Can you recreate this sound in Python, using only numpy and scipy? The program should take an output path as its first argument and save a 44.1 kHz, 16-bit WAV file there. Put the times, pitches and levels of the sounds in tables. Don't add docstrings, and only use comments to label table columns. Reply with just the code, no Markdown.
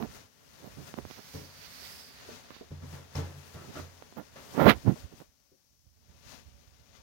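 import sys
import numpy as np
from scipy import signal
from scipy.fft import rfft, irfft, next_fast_len
from scipy.io import wavfile

SR = 44100
rng = np.random.default_rng(int(sys.argv[2]) if len(sys.argv) > 2 else 0)


def wav_record(signal):
    frames = np.transpose(np.atleast_2d(signal))
    bounded = np.clip(frames, -1, 1)
    quanta = np.round(bounded * 32767).astype(np.int16)
    wavfile.write(sys.argv[1], SR, quanta)


N = 309582
TIME = np.arange(N) / SR

# (frequency [Hz], gain [dB])
ROOM_TONE = [(25, -1), (90, 15.5), (250, 2.5), (1500, -12.5), (3500, 0), (5800, 12), (8000, -2.5)]
MIC_TONE = [(4000, -0.5), (8000, -1.5), (15000, 4)]
# (frequency [Hz], gain [dB])
MUFFLED_TONE = [(200, 0), (1900, 1), (2800, -10), (4500, -15), (6000, -25), (9000, -21), (15000, -11)]
# (time [s], gain [dB])
HAND_LEAK = [(4.6, 0), (5.3, -5), (6.1, -12)]
# (time [s], gain [dB])
BODY_MOTION = [(0.2, 8), (0.33, -9), (0.55, 3), (5.15, 2.5), (5.33, -10), (5.85, -17.5), (6.15, -1)]
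# (peak time [s], level [dB], rise [s], fall [s], hiss compared with rustle [dB])
CLOTHES_SWISHES = [(0.16, -48, 0.039, 0.021, -4.5), (0.78, -55, 0.211, 0.49, -5),
                   (0.88, -48.5, 0.0144, 0.022, -4), (1.36, -60, 0.06, 0.045, 5),
                   (1.64, -58, 0.042, 0.052, -11.5), (1.92, -54, 0.15, 0.092, 4),
                   (2.34, -49, 0.0976, 0.062, -8.5), (2.94, -51.5, 0.039, 0.0353, -4),
                   (3.165, -43.5, 0.014, 0.037, -8.5), (3.48, -54, 0.19, 0.32, -5),
                   (3.78, -45, 0.033, 0.032, -10), (4.56, -47.5, 0.09, 0.095, -5),
                   (5.0, -52.5, 0.17, 0.032, -5.5), (5.19, -57, 0.0304, 0.032, -3.5),
                   (6.33, -47, 0.043, 0.035, -10.5), (6.95, -55, 0.022, 0.042, -20)]
SLEEVE_SLIDES = [(1.119, -52, 0.04, 0.06, -0.5), (1.35, -51, .1, 0.087, 2), (1.64, -49.5, 0.051, 0.037, -2),
                 (1.801, -48, 0.083, 0.16, -1.5), (2.3, -54.5, 0.23, 0.11, -29.5),
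                 (2.55, -50, 0.017, 0.035, -9)]
# (frequency [Hz], gain [dB])
CLOTHES_TONE = [(30, -15.5), (90, 9.5), (180, 7.5), (330, 1.5), (650, 3.5), (1100, -1.5), (6700, -1.5),
                (7500, -13.5), (16000, -28.5)]
CLOTHES_HISS_TONE = [(30, -56), (5500, -28.5), (7300, 0), (15800, -1)]
SLEEVE_TONE = [(30, -23), (600, -6.5), (1900, 2), (3100, -1), (4850, 2), (5500, -39), (7500, -37),
               (16000, -26)]
SLEEVE_HISS_TONE = [(30, -43), (4300, -7), (5300, 16), (6500, 11.5), (7600, -2), (15800, 7.5)]
# (peak time [s], level [dB], rise [s], fall [s])
GRIP_SHIFTS = [(.05, -40.5, 0.022, 0.037), (.75, -54, 0.081, 0.069), (1.02, -46.5, 0.034, 0.052),
               (4.76, -40.5, 0.043, 0.029), (4.98, -47, 0.044, 0.08), (5.041, -38.5, 0.006, 0.011),
               (6.101, -52.5, 0.0076, 0.019), (6.269, -45, 0.0066, .01), (6.35, -54.5, 0.22, 0.39)]
# (frequency [Hz], gain [dB])
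GRIP_TONE = [(25, -16), (70, 9), (140, -3.5), (450, -22), (2500, -48), (8000, -61)]
SKIN_TONE = [(25, -32), (60, -14), (130, 1.5), (300, 0.5), (450, -2.5), (1000, -2.5), (2500, -6),
             (4000, -4), (6000, -12), (8000, -16), (11000, -2), (15500, 10.5)]
FIZZ_TONE = [(6000, -41.5), (9000, -19.5), (12000, -2.5), (15000, -1)]
# (time [s], level [dB], treble cutoff [Hz])
FINGER_TICKS = [(.026, -22, 3880), (0.9408, -25, 3870), (0.987, -22.5, 2200), (1.052, -27.5, 2000),
                (1.103, -35.5, 7000), (1.111, -30.5, 7000), (1.191, -34.5, 1500), (2.506, -31.5, 5000),
                (2.565, -38.5, 7000), (4.024, -32, 3900), (4.125, -39.5, 3900), (4.6798, -1, 1600),
                (4.698, -12.5, 14500), (5.203, -37, 3900)]
# (peak time [s], level [dB], rise [s], fall [s], treble cutoff [Hz])
SKIN_RUBS = [(0.042, -30.5, 0.054, 0.011, 455), (0.668, -42.5, 0.031, 0.012, 568),
             (0.79, -39, 0.011, 0.027, 258), (0.983, -33, 0.007, 0.011, 386),
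             (1.191, -45.5, 0.012, 0.0099, 885), (2.506, -47.5, 0.0014, 0.015, 1200),
             (3.7, -40.5, 0.014, 0.0082, 300), (3.796, -36.5, 0.0064, 0.0045, 913),
             (4.024, -44, 0.0026, 0.0061, 407), (4.182, -33.5, 0.0076, 0.017, 690),
             (4.618, -16, 0.023, 0.042, 726), (4.671, -10.5, 0.009, 0.0056, 720),
             (4.696, -11, 0.008, 0.013, 2150), (4.885, -13.5, 0.013, 0.018, 210),
             (5.125, -44, 0.00367, 0.014, 310), (5.217, -42.5, 0.0056, 0.0053, 530)]
# (frequency [Hz], width [Hz], gain [dB])
CASE_NOTES = [(742, 42, -7), (1390, 8.8, 5.5), (1743, 21, -0.5), (2025, 140, -6)]
# (time [s], boom level [dB], boom treble cutoff [Hz], scuff level [dB], scuff fade [s])
FOOTFALLS = [(1.34, -40, 600, -50, 0.0975), (2.707, -40, 132, -58.5, 0.37), (2.821, -42.5, 70, -58, 0.106),
             (2.926, -43.5, 170, -50, 0.0637), (3.153, -33.5, 130, -41.5, 0.077),
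             (3.175, -33, 330, -58.5, 0.155), (3.543, -43, 151, -52.5, 0.29),
             (3.755, -46, 107.1, -48.5, 0.033), (3.791, -45.5, 90, -63.5, 0.053),
             (4.36, -62, 249, -47, 0.0666)]
# (frequency [Hz], gain [dB], time to fade by 60 dB [s])
STAIR_NOTES = [(87.6, -0.5, 0.62), (120.6, -10, 0.3), (141, 0.5, 0.6), (167.5, -2.5, 0.38),
               (205, -10.5, 0.22), (268, -9, 0.24), (319, -7, 0.54)]
# (frequency [Hz], gain [dB])
SOLE_TONE = [(30, -10), (100, -1), (250, -1.5), (380, -2), (600, -3.5), (900, -5), (1400, -9), (2200, -9.5),
             (5400, -13), (8000, -25.5), (16000, -36)]
# (frequency [Hz], width [Hz], gain [dB])
SCUFF_NOTES = [(523, 82, -2), (792, 45, -1), (973, 39, -3.5)]
CREAK_NOTES = [(330, 35.2, 0.5), (465, 15, -2.5), (614, 29, -6.5), (1170, 45, -13), (1280, 34, -7.5)]
# (time [s], level [dB], pitch [Hz], rattle fade [s])
BOARD_KNOCKS = [(1.347, -35.5, 306, 0.047), (2.288, -40, 448, 0.013), (2.609, -40, 465, 0.0093),
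                (2.714, -41, 307, 0.0125), (2.828, -43, 270, 0.021), (3.156, -36, 775, 0.013),
                (3.185, -34.5, 605, 0.027), (4.957, -42.5, 603, 0.0096), (5.516, -52.5, 370, .025),
                (6.326, -50.5, 496, .016)]
# (peak time [s], level [dB], rise [s], fall [s])
STEP_CREAKS = [(3.568, -51, 0.0054, 0.038), (3.761, -41, 0.0038, 0.024)]


def undb(db):
    return 10 ** (np.asarray(db) / 20)


def unit(x):
    return x / np.sqrt(np.mean(x ** 2))


def gain_curve(points):
    return undb(np.interp(TIME, *np.transpose(points)))


def wander(rate):
    return np.interp(TIME * rate, np.arange(N), rng.standard_normal(N)) * np.sqrt(3 / 2)


def swell(s, rise, fall):
    t = TIME - s
    return np.exp(-abs(t / np.where(t < 0, rise, fall)) ** 1.216)


def friction(rate, rough_db):
    return unit(rng.standard_normal(N) * undb(rough_db * wander(rate)))


def colour(x, tone):
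    size = next_fast_len(N + 8192, True)
    hz, db = np.transpose(tone)
    bins = np.fft.rfftfreq(size, 1 / SR)
    gains = undb(np.interp(np.log(bins + 1), np.log(hz), db))
    cepstrum = irfft(np.log(gains), size)
    cepstrum[1:size // 2] *= 2
    cepstrum[size // 2 + 1:] = 0
    return irfft(rfft(x, size) * np.exp(rfft(cepstrum)), size)[..., :N]


def soften(x, hz):
    return signal.sosfilt(signal.butter(2, min(hz, SR / 3), fs=SR, output="sos"), x)


def resonate(x, notes):
    return sum(undb(db) * signal.lfilter(*signal.iirpeak(hz, hz / width, fs=SR), x)
               for hz, width, db in notes)


def steady_noise(tone, db):
    return undb(db) * unit(colour(rng.standard_normal((2, N)), tone))


def cabin_echo(x, fade_s, echo_db):
    t = TIME[:SR // 2]
    tail = rng.standard_normal((2, len(t))) * np.exp(-np.log(1000) * t / fade_s)
    tail = soften(tail, 1500)
    tail /= np.sqrt(np.sum(tail ** 2, axis=1, keepdims=True))
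    return x + undb(echo_db) * signal.fftconvolve(x, tail, axes=1)[:, :N]


def cloth(strokes, stir, rustle_tone, hiss_tone, flutter_db):
    rustle_power, hiss_power = stir ** 2, (stir * undb(-11)) ** 2
    for s, db, rise, fall, hiss_db in strokes:
        power = undb(db) ** 2 * swell(s, rise, fall)
        rustle_power = rustle_power + power
        hiss_power = hiss_power + power * undb(hiss_db) ** 2
    rustle = np.sqrt(rustle_power) * unit(colour(friction(700, rough_db=1.0), rustle_tone))
    hiss = np.sqrt(hiss_power) * unit(colour(friction(1500, rough_db=1.0), hiss_tone))
    return undb(flutter_db * wander(35)) * (rustle + hiss)


def clothes(motion):
    stir = undb(-62) * motion
    sides = [cloth(CLOTHES_SWISHES, stir, CLOTHES_TONE, CLOTHES_HISS_TONE, flutter_db=0.81)
             for _ in range(2)]
    return undb([[1.0], [-1.5]]) * np.array(sides)


def grip_rumble(motion):
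    holding = (undb(-66.5) * motion) ** 2
    shifting = sum(undb(db) ** 2 * swell(s, rise, fall) for s, db, rise, fall in GRIP_SHIFTS)
    strength = np.sqrt(holding + shifting) * undb(2.5 * wander(31))
    return strength * unit(colour(rng.standard_normal(N), GRIP_TONE))


def finger_ticks():
    out, t = np.zeros(N), TIME[:SR // 20]
    snap = np.exp(-t / 0.00028)
    swing = 0.48 * np.exp(-t / 0.0014) * np.sin(2 * np.pi * 160 * t)
    for s, db, cutoff_hz in FINGER_TICKS:
        start = int(s * SR)
        out[start:start + len(t)] -= undb(db) * soften(snap - swing, cutoff_hz)
    return undb(9.0) * colour(out, SKIN_TONE)


def skin_rubs():
    out = np.zeros(N)
    slips = colour(friction(600, rough_db=2.1), SKIN_TONE)
    slips = slips + resonate(slips, CASE_NOTES)
    fizz = unit(colour(friction(900, rough_db=2.5), FIZZ_TONE))
    for s, db, rise, fall, cutoff_hz in SKIN_RUBS:
        near = abs(TIME - s) < .2
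        t = TIME[near] - s
        pressure = np.exp(-abs(t / np.where(t < 0, rise, fall)) ** 1.594 / 2)
        stroke = unit(pressure * soften(slips[near], cutoff_hz)) * np.sqrt(np.mean(pressure ** 2))
        fizz_gain = undb(-29.5 + 0.6 * db) / (1 + (400 / cutoff_hz) ** 3)
        out[near] += undb(db) * stroke + fizz_gain * pressure * fizz[near]
    return out


def sleeve():
    speed = np.sqrt(swell(2, rise=0.28, fall=0.07))
    hz = 4540 + 400 * speed + 90 * wander(7)
    spread = soften(rng.standard_normal(N), 320)
    weave = unit(spread * np.sin(2 * np.pi * np.cumsum(hz) / SR))
    sliding = cloth(SLEEVE_SLIDES, 0, SLEEVE_TONE, SLEEVE_HISS_TONE, flutter_db=1.5)
    return sliding + undb(-50 + wander(20)) * speed * weave


def footsteps():
    boom, scuff_strength = np.zeros(N), np.zeros(N)
    hz, db, ring_s = np.transpose(STAIR_NOTES)[:, :, None]
    signs = (-1) ** np.arange(len(STAIR_NOTES))[:, None]
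    waver = undb(2.5 * np.array([wander(30) for _ in STAIR_NOTES]))
    for s, boom_db, cutoff_hz, scuff_db, scuff_fade in FOOTFALLS:
        start = int(s * SR)
        t = TIME[:min(SR, N - start)]
        span = slice(start, start + len(t))
        gain_chance, pitch_chance = rng.standard_normal((2, len(STAIR_NOTES), 1))
        gains = undb(db + 1.5 * gain_chance) / np.hypot(1, (hz / cutoff_hz) ** 1.9)
        shift = 1 + 0.025 * np.log2(hz / hz[0]) * pitch_chance
        fading = waver[:, span] * np.exp(-np.log(1000) * t / ring_s)
        notes = signs * fading * np.sin(2 * np.pi * hz * shift * t)
        ring = (gains * notes).sum(0) / np.sqrt(np.sum(gains ** 2) / 2)
        boom[span] += undb(boom_db) * (1 - np.exp(-t / 0.001)) * ring
        scuff_strength[span] += undb(scuff_db) * np.exp(-t / scuff_fade)
    both_sides = friction(400, rough_db=1.8)
    scuffs = colour(both_sides + 1.2 * rng.standard_normal((2, N)), SOLE_TONE)
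    boom = signal.sosfilt(signal.butter(2, 55, "high", fs=SR, output="sos"), boom)
    return boom + scuff_strength * unit(scuffs + resonate(scuffs, SCUFF_NOTES))


def board_knocks():
    out, t = np.zeros((2, N)), TIME[:SR // 3]
    for s, db, hz, fade in BOARD_KNOCKS:
        phase = 2 * np.pi * hz * t
        side_notes = np.sin(0.783 * phase) + np.sin(1.37 * phase)
        ring = (np.sin(phase) + 0.59 * side_notes) * np.exp(-t / 0.009)
        jolts = rng.standard_normal((2, len(t))) * np.exp(-t / fade)
        knock = signal.fftconvolve(jolts, ring[None], axes=1)[:, :len(t)]
        start = int(s * SR)
        out[:, start:start + len(t)] += undb(db) * unit(knock) * np.sqrt(np.mean(ring ** 2))
    return out


def heel_click(s=3.1555, db=-29.5, hz=5500):
    t = np.maximum(TIME - s, 0)
    return undb(db) * np.sin(2 * np.pi * hz * t) * np.exp(-t / 0.0023)


def step_creaks(slips_per_s=740):
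    slips = (rng.random(N) < slips_per_s / SR) * rng.standard_normal(N)
    wood, out = resonate(slips, CREAK_NOTES), np.zeros(N)
    for s, db, rise, fall in STEP_CREAKS:
        power = swell(s, rise, fall)
        out += undb(db) * unit(np.sqrt(power) * wood) * np.sqrt(np.mean(power))
    return undb([[-2.0], [1.5]]) * out


def scene():
    motion = gain_curve(BODY_MOTION)
    rustle = clothes(motion)
    room = steady_noise(ROOM_TONE, db=-69)
    stairs = footsteps() + heel_click() + board_knocks() + step_creaks()
    left, right = cabin_echo(stairs + rustle, fade_s=0.12, echo_db=-17.5) + room
    right = gain_curve(HAND_LEAK) * colour(right, MUFFLED_TONE)
    hand = skin_rubs() + finger_ticks() + grip_rumble(motion)
    left = left + undb(-45.5) * hand
    right = right + hand + sleeve()
    return np.array([left, right]) + steady_noise(MIC_TONE, db=-74.5)


def record(dry, top_hz=15900):
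    treble_cut = signal.ellip(10, .2, 70, top_hz, fs=SR, output="sos")
    return signal.sosfilt(treble_cut, np.clip(dry, -1, 1))


dry = scene()
out = record(dry)
wav_record(out)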